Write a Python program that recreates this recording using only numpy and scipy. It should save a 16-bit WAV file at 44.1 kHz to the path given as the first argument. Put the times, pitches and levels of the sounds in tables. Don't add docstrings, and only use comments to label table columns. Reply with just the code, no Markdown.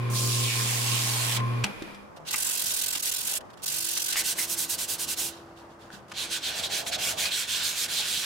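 import sys
import numpy as np
from scipy import signal
from scipy.fft import rfft, irfft
from scipy.io import wavfile
from scipy.ndimage import uniform_filter1d

SR = 44100
rng = np.random.default_rng(int(sys.argv[2]) if len(sys.argv) > 2 else 0)


def voltage_ratio(level):
    return 10 ** (np.asarray(level, float) / 20)


def master_out(mix):
    frames = np.transpose(np.atleast_2d(mix))
    ceiling = np.clip(frames, -1, 1)
    pcm = np.round(ceiling * 32767).astype(np.int16)
    wavfile.write(sys.argv[1], SR, pcm)


N = 363815

# f/Hz, level/dB
FLOOR = [(15, -48), (25, -32), (64, -4.5), (137, -5.5), (276, -6.5), (343, -6.5), (557, -6), (655, -5.5),
         (1220, -8), (1510, -13.5), (3790, -33), (5240, -31.5), (15800, -46)]
# f/Hz, likeness
FLOOR_SAME = [(60, 0.97), (180, 0.96), (550, 0.78), (1650, 0.067), (4970, 0.25), (15000, 0.03)]
# t/s, level/dB
FLOOR_LEVEL = [(1.9, -53.5), (2.45, -51), (4.1, -53.5), (4.2, -51), (5.25, -49.5), (5.4, -53), (6.05, -53),
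               (6.5, -49.5), (7.25, -48), (7.35, -52), (8.25, -51)]
WIDE_UNTIL = 4.153
FLOOR_SWAY_DB = .8
# t/s, level/dB
DRONE = [(3.7, -49.5), (4.2, -59), (4.55, -51), (4.88, -58.5), (5.3, -48), (5.75, -55.5), (6.05, -62),
         (6.3, -52.5), (6.5, -59)]
# t/s, level/dB
PASSING = [(6.38, -66), (6.5, -44.5), (6.8, -42.5), (7.0, -43), (7.25, -45.5), (7.33, -60)]
HUM_HZ, DRONE_HZ, PASSING_HZ = 120, 336, 680

# t/s, level/dB
MOTOR = [
    (0, -29.5),
    (.14, -27),
    (.45, -28.5),
    (.7, -32.5),
    (1.36, -33),
    (1.4, -27.5),
    (1.643, -28.5),
]
# t/s, whirr level/dB, frame hum level/dB
COAST = [
    (1.66, -42, -42),
    (1.75, -48.5, -55),
    (1.85, -48, -58),
    (1.93, -51.5, -48.5),
    (2.03, -59, -57),
    (2.09, -67, -61),
    (2.18, -88, -85),
]
# multiple, level at hub/dB, level at rim/dB, right channel late/rad
OVERTONES = [(2, -16, -15.5, 0.91), (3, -13.5, -18, 1.44)]
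LINES_HZ = [202, 277, 307, 448, 508, 1047, 1076, 1106, 1195, 398, 985]
# level over hum/dB, waver/Hz
MOTOR_LINES = [(-21, 5.03), (-28.5, 3.7), (-26, 3.6), (-23, 3.26), (-22.5, 3.2), (-19, 4.17), (-17.5, 4.5),
               (-25, 3.8), (-27, 4.2), (-31, 3.6), (-33, 2.8)]
STEADY = [1.4, 1.2, 2.2, 2.7, 4, 2.3, 2.8, 2.1, 2.5, 1.6, 1.6]
LINE_LEAN_DB = [1, 2.5, 7, 4, -4.5, -2, 2.5, 10, -5, -11, -2]
LINE_TURN = 1.34
LOAD_AT_S, LOAD_RISE_S = 0.71, 0.14
# t/s, level/dB
SAGS = [
    (.19, -3),
    (.33, -1.5),
    (.52, -5.5),
    (.93, 3.5),
    (1.38, 0.5),
]
# t/s, level/dB
WHINES = [
    (.61, 13),
    (.78, -2),
    (1.24, 8),
    (1.42, 13),
    (1.52, 0),
    (1.6, -1),
    (.2, 2),
]
SAG_S, WHINE_S, WHINE_HZ = 0.036, 0.058, 1047
# f/Hz, level/dB
WHIRR = [(88, -18), (150, -13), (172, -14), (447, -14), (902, -21.5), (1050, -19), (1360, -19.5),
         (2440, -21), (10900, -46), (15800, -49)]
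# f/Hz, width/Hz, level/dB
BEARINGS = [(990, 120, -4), (2416, 46, 8), (3400, 99, -8), (5000, 300, -6), (9000, 300, 0),
            (10600, 260, 10.5), (11150, 600, 2), (12200, 350, 6)]
WHIRR_UNDER_DB = -11.5

# t/s, peak level/dB, f/Hz, t60 of the blow/s
SWITCH = [
    (1.64, -27, 2720, 0.006),
    (1.6418, -15, 2640, 0.0036),
    (1.664, -33, 2720, .012),
]
# t/s, peak level/dB, f/Hz, t60/s
SNAPS = [
    (1.367, -20, 3260, 0.052),
    (2.339, -32, 1500, 0.04),
    (2.3425, -17.5, 2160, 0.04),
    (4.158, -19, 2150, 0.025),
    (4.696, -40, 2800, .039),
    (3.972, -30, 2050, 0.06),
    (6.865, -24, 3500, 0.092),
    (7.177, -28, 3000, 0.11),
]
# t/s, peak level/dB, f/Hz, t60/s
CLICKS = [
    (1.6383, -31.5, 5700, 0.049),
    (1.6415, -27, 5700, 0.032),
    (1.663, -44, 3000, 0.053),
    (1.822, -44, 3500, 0.03),
    (1.945, -51.5, 3000, 0.055),
    (2.953, -37, 3300, .05),
    (6.117, -42, 1400, 0.026),
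    (6.121, -42, 1600, 0.023),
]
# t/s, peak level/dB, f/Hz, t60/s
TAPS = [
    (1.319, -24.5, 3400, 0.033),
    (4.168, -21, 2070, 0.21),
    (4.385, -24.5, 2020, 0.21),
    (5.402, -46, 1610, 0.014),
    (5.903, -36, 1590, .016),
    (6.635, -24, 3820, 0.19),
    (6.94, -28, 3720, 0.11),
    (7.255, -17.5, 4130, 0.057),
    (7.998, -34.5, 850, .06),
]
# t/s, peak level/dB, f/Hz, t60/s
THUDS = [
    (1.648, -27.5, 820, 0.15),
    (1.83, -45, 310, 0.15),
    (2.172, -38, 696, 0.19),
    (2.2, -37, 650, .15),
    (3.4, -39, 700, 0.33),
    (3.44, -38, 700, 0.32),
    (2.961, -41, 304, .25),
    (3.32, -38, 710, 0.72),
    (3.969, -41, 557, 0.073),
]
# t/s, peak level/dB, f/Hz, t60/s
BOOMS = [
    (5.935, -44, 201, 0.33),
]
# t/s, peak level/dB, f/Hz, t60/s
KNUCKLE = [
    (1.82, -27, 337, .01),
]
# t/s, peak level/dB, f/Hz, t60/s
RINGS = [
    (2.175, -51.5, 157, .3),
    (5.93, -49, 201, 0.33),
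    (5.615, -48, 930, .06),
    (5.655, -52, 920, .05),
]
# t/s, peak level/dB, f/Hz, t60/s
BED_RING = [
    (3.66, -53, 147, .6),
]
# its table, width over pitch, broad tick over knock/dB
KINDS = [
    (SWITCH, 0.1, -10),
    (SNAPS, 0.4, -3),
    (CLICKS, 0.53, 16.6),
    (TAPS, 0.16, -2.3),
    (THUDS, 0.32, -20),
    (BOOMS, 0.38, -31),
    (BED_RING, 0.019, -41),
    (KNUCKLE, 0.3, -23),
    (RINGS, 0.036, -40),
]
# f/Hz, level/dB
TICK = [(100, -37), (800, 4), (3000, 10), (8000, 1.5), (16000, -16)]

# t/s, pressure level/dB, place (0 hub, 1 rim)
SPIN = [
    (.1, -53, 0.022),
    (.16, -31, 0.16),
    (.3, -31.5, 0.033),
    (.45, -32.5, 0.2),
    (.6, -32, 0.78),
    (1.1, -31.5, 0.94),
    (1.372, -32.5, 1),
    (1.385, -44, 0.97),
    (1.41, -49, 0.97),
]
# t of the turn/s, level at the turn/dB, level in mid stroke/dB
QUICK_FIRST = [(2.25, -61, -39.5), (2.304, -47.5, -32), (2.323, -42, -29), (2.354, -43, -30.4),
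               (2.374, -39, -31), (2.398, -39, -31.5), (2.419, -38, -30), (2.441, -40, -31.5),
               (2.462, -34, -31), (2.485, -35, -30.4), (2.506, -36, -30.5), (2.524, -37, -32),
               (2.548, -35, -31.5), (2.569, -39, -30.5), (2.59, -35, -31), (2.612, -38, -30.8),
               (2.633, -39, -32), (2.655, -38, -30.6), (2.677, -35, -32), (2.693, -36, -32.8),
               (2.707, -30, -31.5), (2.731, -41, -30.6), (2.76, -40, -30.5), (2.782, -34, -31.5),
               (2.81, -39, -29.5), (2.83, -37, -30.5), (2.857, -45, -30.9), (2.877, -40, -30.5),
               (2.9, -42, -32), (2.921, -44, -30.5), (2.947, -37, -30), (2.969, -40, -32.5),
               (2.989, -45, -34.0), (3.018, -57, -31.5), (3.05, -35, -30), (3.07, -32, -31),
               (3.085, -32, -31), (3.11, -50, -31), (3.134, -39, -31.5), (3.158, -39, -32.5),
               (3.179, -43, -31.5), (3.202, -35, -31.5), (3.224, -42, -35.5), (3.245, -42, -32.5),
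               (3.266, -36, -30), (3.289, -37, -32), (3.309, -35, -31), (3.33, -38, -30),
               (3.348, -37, -31.8), (3.368, -32, -34.2), (3.39, -57, -50.7)]
QUICK_SECOND = [(3.62, -50, -36.5), (3.655, -58, -32.5), (3.675, -40, -31.2), (3.697, -41, -34),
                (3.715, -38, -32.5), (3.737, -37, -32), (3.756, -38, -32), (3.778, -36, -32.5),
                (3.8, -44, -31.6), (3.819, -38, -33), (3.84, -38, -31.2), (3.861, -40, -33),
                (3.882, -36, -31.5), (3.904, -38, -32), (3.926, -36, -31.5), (3.948, -40, -33),
                (3.967, -34, -28.5), (3.992, -41, -31.8), (4.014, -38, -31), (4.037, -46, -33),
                (4.056, -42, -32), (4.079, -41, -30.5), (4.098, -37, -30), (4.122, -39, -26.5),
                (4.14, -40, -34), (4.156, -43, -32)]
# t of the turn/s, turn level/dB, mid level/dB, fizz over rasp/dB, lean/dB
OUTSIDE = [(4.153, -34, -25.5, -10, 1), (4.231, -38.5, -27, -9, -1.7), (4.356, -40, -29.5, -7.5, 1.5),
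           (4.471, -40.5, -30.5, -6.5, 1.5), (4.562, -39.5, -30, -6.5, -1.5), (4.673, -42.5, -30, -7, 1.5),
           (4.77, -44, -31, -8.5, -0.5), (4.871, -43, -31, -7, -1), (4.975, -46, -31, -8.5, 1.5),
           (5.065, -42, -30, -8.5, 1), (5.158, -47.5, -31, -8, -3.5), (5.33, -49, -31, 0, 6)]
INSIDE = [(6.137, -49.5, -34, -6.5, 2.5), (6.285, -47, -31.5, -5.5, 0.5), (6.409, -48, -32.5, -4.5, 0.5),
          (6.534, -38, -33, -5, 4), (6.619, -38, -33.5, -5, -4.5), (6.694, -41, -29.5, -4, -1.5),
          (6.847, -46, -34, -0.5, -1), (6.913, -45, -30, -6.5, -2), (6.976, -35.5, -28.5, -2, 1.5),
          (7.161, -45.5, -29, -2, -2.5), (7.302, -33.5, -30, -2, 1.5), (7.459, -40, -30.5, -2.5, 0.5),
          (7.621, -32, -30, -1, -2.5), (7.743, -35.5, -30, -0.5, 2), (7.874, -35, -31, -1.5, 1),
          (8.041, -34, -32, -1.5, -1), (8.27, -31, -30, 0, 0)]
# t/s, length/s, level/dB
BRUSH = [(2.161, 0.028, -53), (3.376, 0.017, -51), (3.405, 0.017, -50.5), (3.45, .03, -70),
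         (3.499, 0.02, -56), (3.53, 0.025, -58), (3.57, 0.02, -55), (3.58, 0.049, -61),
         (5.298, 0.17, -54.5), (5.318, .05, -56), (5.422, 0.19, -67.5), (5.555, 0.11, -58.5),
         (5.624, 0.085, -69), (5.683, 0.092, -65), (5.787, 0.14, -59.5), (5.911, 0.096, -50),
         (5.973, 0.16, -72), (6.08, 0.018, -58), (6.093, 0.023, -56), (6.108, 0.025, -53)]
# f/Hz, level/dB
SPIN_TONE = [(350, -29), (600, -15.5), (930, -11), (1070, -9.5), (1160, -16), (1310, -16), (2600, -7),
             (3860, -5), (8670, -6), (13600, -14.5), (15800, -18)]
# f/Hz, level/dB
OUT_TONE = [(590, -19), (1000, -11), (1350, -15), (1520, -6), (1780, -8), (2000, -5.5), (2220, -7.5),
            (2670, -0.5), (8010, 1.5), (13300, -3.5), (15800, -8.5)]
# f/Hz, level/dB
IN_TONE = [(590, -34), (1000, -15), (1300, -14), (1480, -5), (2070, -6.5), (2250, -2.5), (4000, -0.5),
           (4710, -2.5), (7220, -4), (12900, -14.5), (15800, -19)]
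# f/Hz, level/dB
BRUSH_TONE = [(880, -34), (1500, -1), (1860, -7), (2250, -18), (2660, -5), (4660, -8.5), (12300, -21),
              (15800, -31)]
# f/Hz, width/Hz, level/dB
OUT_WALL = [(1506, 99, 1), (2060, 66, -34.5), (4070, 120, -11)]
# f/Hz, width/Hz, level/dB
IN_WALL = [(1470, 240, -6), (2400, 180, -38), (3300, 190, -7.5), (4120, 350, -14)]
# f/Hz, left minus right level/dB
RUB_BALANCE = [(60, -6), (290, 1), (1400, -1), (3100, -3.5), (6800, -1.5), (15000, -6.5)]
SPIN_SAME, QUICK_SAME, OUT_SAME, IN_SAME = 0.017, 0.019, 0.56, 0.6
SPIN_FULL_DB, HUB_BODY_DB, RIM_BODY_DB = -32.5, -23, -5
SLACK_FIZZ, SLACK_BODY = 0.55, .4
FLUTTER_PER_S, FLUTTER_DB = 110, 0.9
BODY_PER_FIZZ = 0.77
FIRST_LEAN_DB, LAST_LEAN_DB = 7, -6
# t/s, fizz level/dB
SLIPS = [
    (.52, -1.5),
    (2.25, -11),
    (2.32, -2.5),
    (2.96, -3),
    (3.98, -2),
    (4.15, -6),
]
# t/s, level/dB
STOPS = [
    (3.4, -20),
    (3.2, -3.5),
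    (2.76, -0.5),
    (3.6, 10.5),
    (3.087, 0),
]
# t/s, level/dB
HANGS = [(4.252, -3.5), (4.38, -3), (4.49, -4), (4.69, -4), (4.785, -1), (6.28, 3), (6.41, 2), (7.875, -9),
         (6.685, -7), (6.86, -10), (7.15, -1), (7.17, -2), (7.302, -7), (7.47, -4), (7.62, 0), (4.392, 3.5),
         (4.703, 3), (5.17, 1), (6.63, -2), (6.975, -13), (5.06, -1), (4.345, -4)]
SLIP_S, STOP_S, HANG_S = 0.037, 0.0085, 0.0092
# t/s, length/s, f/Hz, level/dB
SINGS = [(0.505, 0.055, 2350, 10), (.55, 0.12, 1600, 3.5), (0.444, 0.027, 3400, 3.5),
         (0.252, 0.044, 3100, -5), (.33, .04, 4200, 2), (7.042, 0.036, 3500, -2.5),
         (6.33, 0.037, 9000, 5.5), (6.222, .05, 10000, 6), (8.1, .08, 10000, 2), (.76, 0.076, 4100, -3.5),
         (1.25, .1, 5800, -3), (1.32, 0.068, 3300, 1.5), (2.291, 0.011, 4000, 11), (2.46, 0.14, 3830, -2.5),
         (2.447, .1, 8200, 2.5), (3.331, 0.064, 5000, -3.5), (0.674, .04, 3300, 2.5), (0.944, .08, 2750, 5),
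         (1.2, .1, 2180, -0.5), (6.175, .05, 3720, 6), (6.33, .03, 4200, 2), (6.457, 0.028, 4300, 3.5),
         (6.46, 0.059, 3100, 4), (6.596, .03, 4000, -1), (6.66, 0.016, 3700, 5), (6.73, .03, 3900, 1.5),
         (6.952, 0.012, 3600, 1), (7.017, 0.037, 3200, 5), (7.094, 0.035, 4180, -3),
         (7.272, 0.051, 2380, 9), (7.333, .03, 3600, 5.5), (7.397, .04, 3700, -2),
         (7.527, 0.067, 3200, 3.5), (7.663, .03, 4200, 4), (7.8, .05, 4020, 1), (7.99, 0.055, 3770, 7),
         (8.155, 0.045, 3500, 5.5)]
SING_OCTAVES = 0.35


def evened(x):
    return x / np.sqrt(np.mean(x ** 2) + 1e-20)


def read(points, hz):
    f, value = np.transpose(points)
    return np.interp(np.log(hz + 1), np.log(f + 1), value)


def follow(rows):
    s, *columns = np.transpose(rows)
    t = np.arange(s[0], min(s[-1], N / SR), 1 / SR)
    return t, *(np.interp(t, s, c) for c in columns)


def dents(t, rows, width_s):
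    return sum(db * np.exp(-((t - s) / width_s) ** 2) for s, db in rows)


def add(mix, s, sound):
    part = mix[:, round(s * SR):][:, :sound.shape[-1]]
    part += sound[..., :part.shape[1]]


def drift(size, hz):
    knots = rng.standard_normal(int(N / SR * 2000))[:int(size / SR * hz * 2) + 3]
    span = max(int(SR / hz / 2), 1)
    return evened(uniform_filter1d(np.repeat(knots, span + 1), span)[:size])


def colour(x, tone, modes=()):
    hz = np.fft.rfftfreq(x.shape[-1], 1 / SR)
    rings = sum(voltage_ratio(db) / (1 + 2j * (hz - f) / width) for f, width, db in modes)
    gain = voltage_ratio(read(tone, hz)) * (1 + rings)
    response = evened(abs(gain)) * np.exp(1j * np.angle(gain))
    return irfft(rfft(x) * response, x.shape[-1])


def pair(draw, same):
    same = np.clip(same, 0, 1)
    return np.array([draw[0], same * draw[0] + np.sqrt(1 - same ** 2) * draw[1]])


def fuzz(hz, width, steady=1.23, turn=0):
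    wobble = drift(len(hz), width) + 1j * drift(len(hz), width)
    carrier = np.exp(2j * np.pi * np.cumsum(hz) / SR - 1j * turn)
    return evened((carrier * (steady + wobble)).real)


def floor_noise():
    hz, t = np.fft.rfftfreq(N, 1 / SR), np.arange(N) / SR
    apart = rng.standard_normal((2, N))
    alike = irfft(pair(rfft(apart), read(FLOOR_SAME, hz)), N)
    noise = colour(np.where(t < WIDE_UNTIL, apart, alike), FLOOR)
    level_db = np.interp(t, *np.transpose(FLOOR_LEVEL)) + 3.5
    return noise * voltage_ratio(level_db + FLOOR_SWAY_DB * drift(N, 8.3))


def far_drone():
    t, db = follow(DRONE)
    hz = DRONE_HZ + 0.61 * drift(len(t), 2.82)
    return voltage_ratio(db + 1.5) * np.sin(2 * np.pi * np.cumsum(hz) / SR) * signal.windows.tukey(len(t), .1)


def passing_wash():
    t, db = follow(PASSING)
    swell = pair([drift(len(t), 170), drift(len(t), 170)], 0.36)
    side_db = np.array([[1.1], [4]])
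    return voltage_ratio(db + side_db) * swell * np.cos(2 * np.pi * PASSING_HZ * t + [[0], [1.3]])


def background():
    out = floor_noise()
    add(out, DRONE[0][0], far_drone())
    add(out, PASSING[0][0], passing_wash())
    return out


def whirr(db):
    return voltage_ratio(db) * colour(pair(rng.standard_normal((2, len(db))), 0.032), WHIRR, BEARINGS)


def motor():
    t, hum_db = follow(MOTOR)
    hum_db = hum_db + dents(t, SAGS, SAG_S)
    load = .5 + .5 * np.tanh((t - LOAD_AT_S) / LOAD_RISE_S)
    tones = np.sqrt(2) * np.cos(2 * np.pi * HUM_HZ * t + [[0], [.28]])
    for k, hub_db, rim_db, late in OVERTONES:
        phase = 2 * np.pi * k * HUM_HZ * t - late * np.array([[0], [1]])
        tones = tones + voltage_ratio(hub_db + (rim_db - hub_db) * load) * np.cos(phase)
    whine_db = dents(t, WHINES, WHINE_S)
    for f, (db, waver), firm, lean_db in zip(LINES_HZ, MOTOR_LINES, STEADY, LINE_LEAN_DB):
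        is_whine = abs(f / WHINE_HZ - 1) < .015
        line_db = db + lean_db * (load - .5) + whine_db * is_whine
        hz = np.full(len(t), float(f))
        line = pair([fuzz(hz, waver, firm), fuzz(hz, waver, firm, LINE_TURN)], 120 / f)
        tones = tones + voltage_ratio(line_db) * line
    off = np.clip((t[-1] - t) / 0.0024, 0, 1)
    return voltage_ratio(hum_db) * tones * off + whirr(hum_db + WHIRR_UNDER_DB)


def coasting():
    t, whirr_db, frame_db = follow([(MOTOR[-1][0], *COAST[0][1:])] + COAST)
    hz = np.full(len(t), 203.0)
    frame = pair([fuzz(hz, 8, 1.5), fuzz(hz, 8, 1.5, 1.3)], 0.23)
    return whirr(whirr_db + 6.0) + voltage_ratio(frame_db + 1.0) * frame


def lathe():
    out = np.zeros((2, N))
    add(out, 0, motor())
    add(out, MOTOR[-1][0], coasting())
    return out


def knocks():
    out, t = np.zeros((2, N)), np.arange(SR // 2) / SR
    for rows, share, tick_db in KINDS:
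        for s, db, hz, t60 in rows:
            noise = pair(rng.standard_normal((2, len(t))), 0.67)
            blow = noise * np.clip(t / 0.00084, 0, 1) * voltage_ratio(-60 * t / t60)
            blow = blow + 3 * np.exp(-4 * hz * t)
            ring = t * np.exp(-1.6 * np.pi * share * hz * t) * np.sin(2 * np.pi * hz * t)
            knock = signal.fftconvolve(blow, ring[None], axes=1)[:, :len(t)]
            tick = np.roll(colour(blow, TICK), 40, axis=1) * (t < .2)
            add(out, s, voltage_ratio(db) * (knock / abs(knock).max() + voltage_ratio(tick_db) * tick / abs(tick).max()))
    return out


def grit(rub_db, fizz_db, body_db, tone, modes, same, grain_db, catch_db):
    size = len(rub_db) + 1024
    rub_db = np.pad(rub_db, (0, 1024), constant_values=-120)
    fizz_db, body_db = (np.pad(db, (0, 1024), "mean") for db in (fizz_db, body_db))
    catches = voltage_ratio(1.5 * np.minimum(rng.exponential(1, size), 3.)) * (rng.random(size) < 400 / SR)
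    catches = signal.lfilter([1], [1, -.9], catches)
    cutting = pair(rng.standard_normal((2, size)), same)
    cutting = evened(cutting * voltage_ratio(grain_db * drift(size, 300)) * (1 + voltage_ratio(catch_db) * catches))
    hz = np.fft.rfftfreq(size, 1 / SR)
    low, high = 1 / (1 + (hz / 2400) ** 8), 1 / (1 + (6500 / (hz + 1)) ** 4)
    fizz_db, body_db = fizz_db - fizz_db.mean(), body_db - body_db.mean()
    layers = [(low, body_db - 1.2 * fizz_db), (1 - low - high, -.4 * fizz_db), (high, 1.22 * fizz_db)]
    side = voltage_ratio(read(RUB_BALANCE, hz) * np.array([[.5], [-.5]]))
    sound = sum(rfft(cutting * voltage_ratio(rub_db + db)) * band for band, db in layers) * side
    return colour(irfft(sound, size), tone, modes)


def strokes(rows, flat, slow_fizz_db, stop_db=0):
    rows = np.array(rows)
    t, turn_db = follow(rows[:, :2])
    turn_db = turn_db + stop_db
    k = np.clip(np.searchsorted(rows[:, 0], t, "right") - 1, 0, len(rows) - 2)
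    along = np.clip((t - rows[k, 0]) / np.diff(rows[:, 0])[k], 0, 1)
    lean_db = rows[k, 4]
    early = along ** voltage_ratio(np.clip(.4 * lean_db - .5, -2, 2))
    speed = np.tanh(flat * np.sin(np.pi * early) ** 2) / np.tanh(flat)
    top_db = rows[k, 2] + 2 * lean_db * (along - .5)
    stroke_fizz_db = uniform_filter1d(rows[k, 3], size=200)
    rub_db = turn_db + (top_db - turn_db) * speed
    return t, rub_db, stroke_fizz_db + slow_fizz_db * (1 - speed), BODY_PER_FIZZ * stroke_fizz_db


def quick(rows):
    k = np.arange(len(rows))
    lean_db = FIRST_LEAN_DB * (k == 0) + LAST_LEAN_DB * (k == len(rows) - 2)
    return np.column_stack([rows, 0 * k, lean_db])


def brushing(length, db):
    touch = np.sin(np.pi * np.linspace(0, 1, 2 * round(length * SR / 2)) ** 0.61)
    level_db = db + 3.5 - 18 * (1 - touch)
    return grit(level_db, 0 * touch, 0 * touch, BRUSH_TONE, (), 0.16, 1.1, -15)


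def spin_rub():
    t, rub_db, place = follow(SPIN)
    slack_db = SPIN_FULL_DB - rub_db
    body_db = HUB_BODY_DB + (RIM_BODY_DB - HUB_BODY_DB) * place + SLACK_BODY * slack_db
    fizz_db = SLACK_FIZZ * slack_db * (1 - 2 * place) + dents(t, SLIPS, SLIP_S)
    flutter = np.sin(2 * np.pi * FLUTTER_PER_S * t + 0.93 * drift(len(t), 4))
    rub_db = rub_db + FLUTTER_DB * flutter
    return voltage_ratio(3.0) * grit(rub_db, fizz_db, body_db, SPIN_TONE, (), SPIN_SAME, grain_db=0.8, catch_db=-15)


def quick_rub(rows):
    t, rub_db, fizz_db, body_db = strokes(quick(rows), 1.96, -4.5, stop_db=1.0)
    rub_db = rub_db + dents(t, STOPS, STOP_S)
    fizz_db = fizz_db + dents(t, SLIPS, SLIP_S)
    return voltage_ratio(3.0) * grit(rub_db, fizz_db, body_db, OUT_TONE, OUT_WALL, QUICK_SAME, 0.74, -30)


def outside_rub():
    t, rub_db, *controls = strokes(OUTSIDE, 3.3, -6.5)
    rub_db = rub_db + dents(t, HANGS, HANG_S)
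    return voltage_ratio(0.4) * grit(rub_db, *controls, OUT_TONE, OUT_WALL, OUT_SAME, 0.64, -31)


def inside_rub():
    t, rub_db, *controls = strokes(INSIDE, 2.4, -4)
    rub_db = rub_db + dents(t, HANGS, HANG_S)
    return voltage_ratio(0.98) * grit(rub_db, *controls, IN_TONE, IN_WALL, IN_SAME, 0.46, -9.0)


def wood_patches(rub):
    z = signal.stft(rub, nperseg=512, noverlap=384)[2]
    fine, long = rng.standard_normal((*z.shape[:0:-1], 2)).T
    fine = evened(uniform_filter1d(uniform_filter1d(fine, size=6, axis=0), size=10, axis=1))
    long = evened(uniform_filter1d(uniform_filter1d(long, size=3, axis=0), size=30, axis=1))
    hz = np.fft.rfftfreq(512, 1 / SR)[:, None] + 1
    t = np.arange(z.shape[-1]) * 128 / SR
    sing_db = sum(db * np.exp(-((t - s) / length) ** 2 - (np.log2(hz / f) / SING_OCTAVES) ** 2)
                  for s, length, f, db in SINGS)
    patched = z * voltage_ratio(1.15 * fine + 1.0 * long + sing_db)
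    return signal.istft(patched, nperseg=512, noverlap=384)[1][:, :N]


def sanding():
    out = np.zeros((2, N))
    add(out, SPIN[0][0], spin_rub())
    for rows in QUICK_FIRST, QUICK_SECOND:
        add(out, rows[0][0], quick_rub(rows))
    add(out, OUTSIDE[0][0], outside_rub())
    add(out, INSIDE[0][0], inside_rub())
    for s, length, db in BRUSH:
        add(out, s, brushing(length, db))
    return wood_patches(out)


def workshop(x):
    t = np.arange(SR // 3) / SR
    taps = rng.choice([-1., 1.], (2, len(t))) * (rng.random((2, len(t))) < 3000 / SR) * (t > .004)
    hz, s, z = signal.stft(taps, SR, nperseg=256)
    t60 = read([(200, 0.21), (2000, 0.077), (8000, 0.028), (16000, 0.038)], hz)[:, None]
    tail = signal.istft(z * voltage_ratio(-60 * s / t60), SR, nperseg=256)[1]
    return signal.oaconvolve(x, tail / np.linalg.norm(tail[0]), axes=1)[:, :N]


def scene():
    rub, hits = sanding(), knocks()
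    room = workshop(voltage_ratio(-15.5) * rub + voltage_ratio(-11.0) * hits)
    return background() + lathe() + hits + rub + room


def top_cut(x):
    return signal.sosfilt(signal.butter(12, 15990, fs=SR, output="sos"), x)


def record(dry):
    edge = signal.firwin(255, 16000, window=("kaiser", 8), fs=SR)
    mix = signal.oaconvolve(dry, edge[None], "same", axes=1)
    return top_cut(mix)


dry = scene()
out = record(dry)
master_out(out)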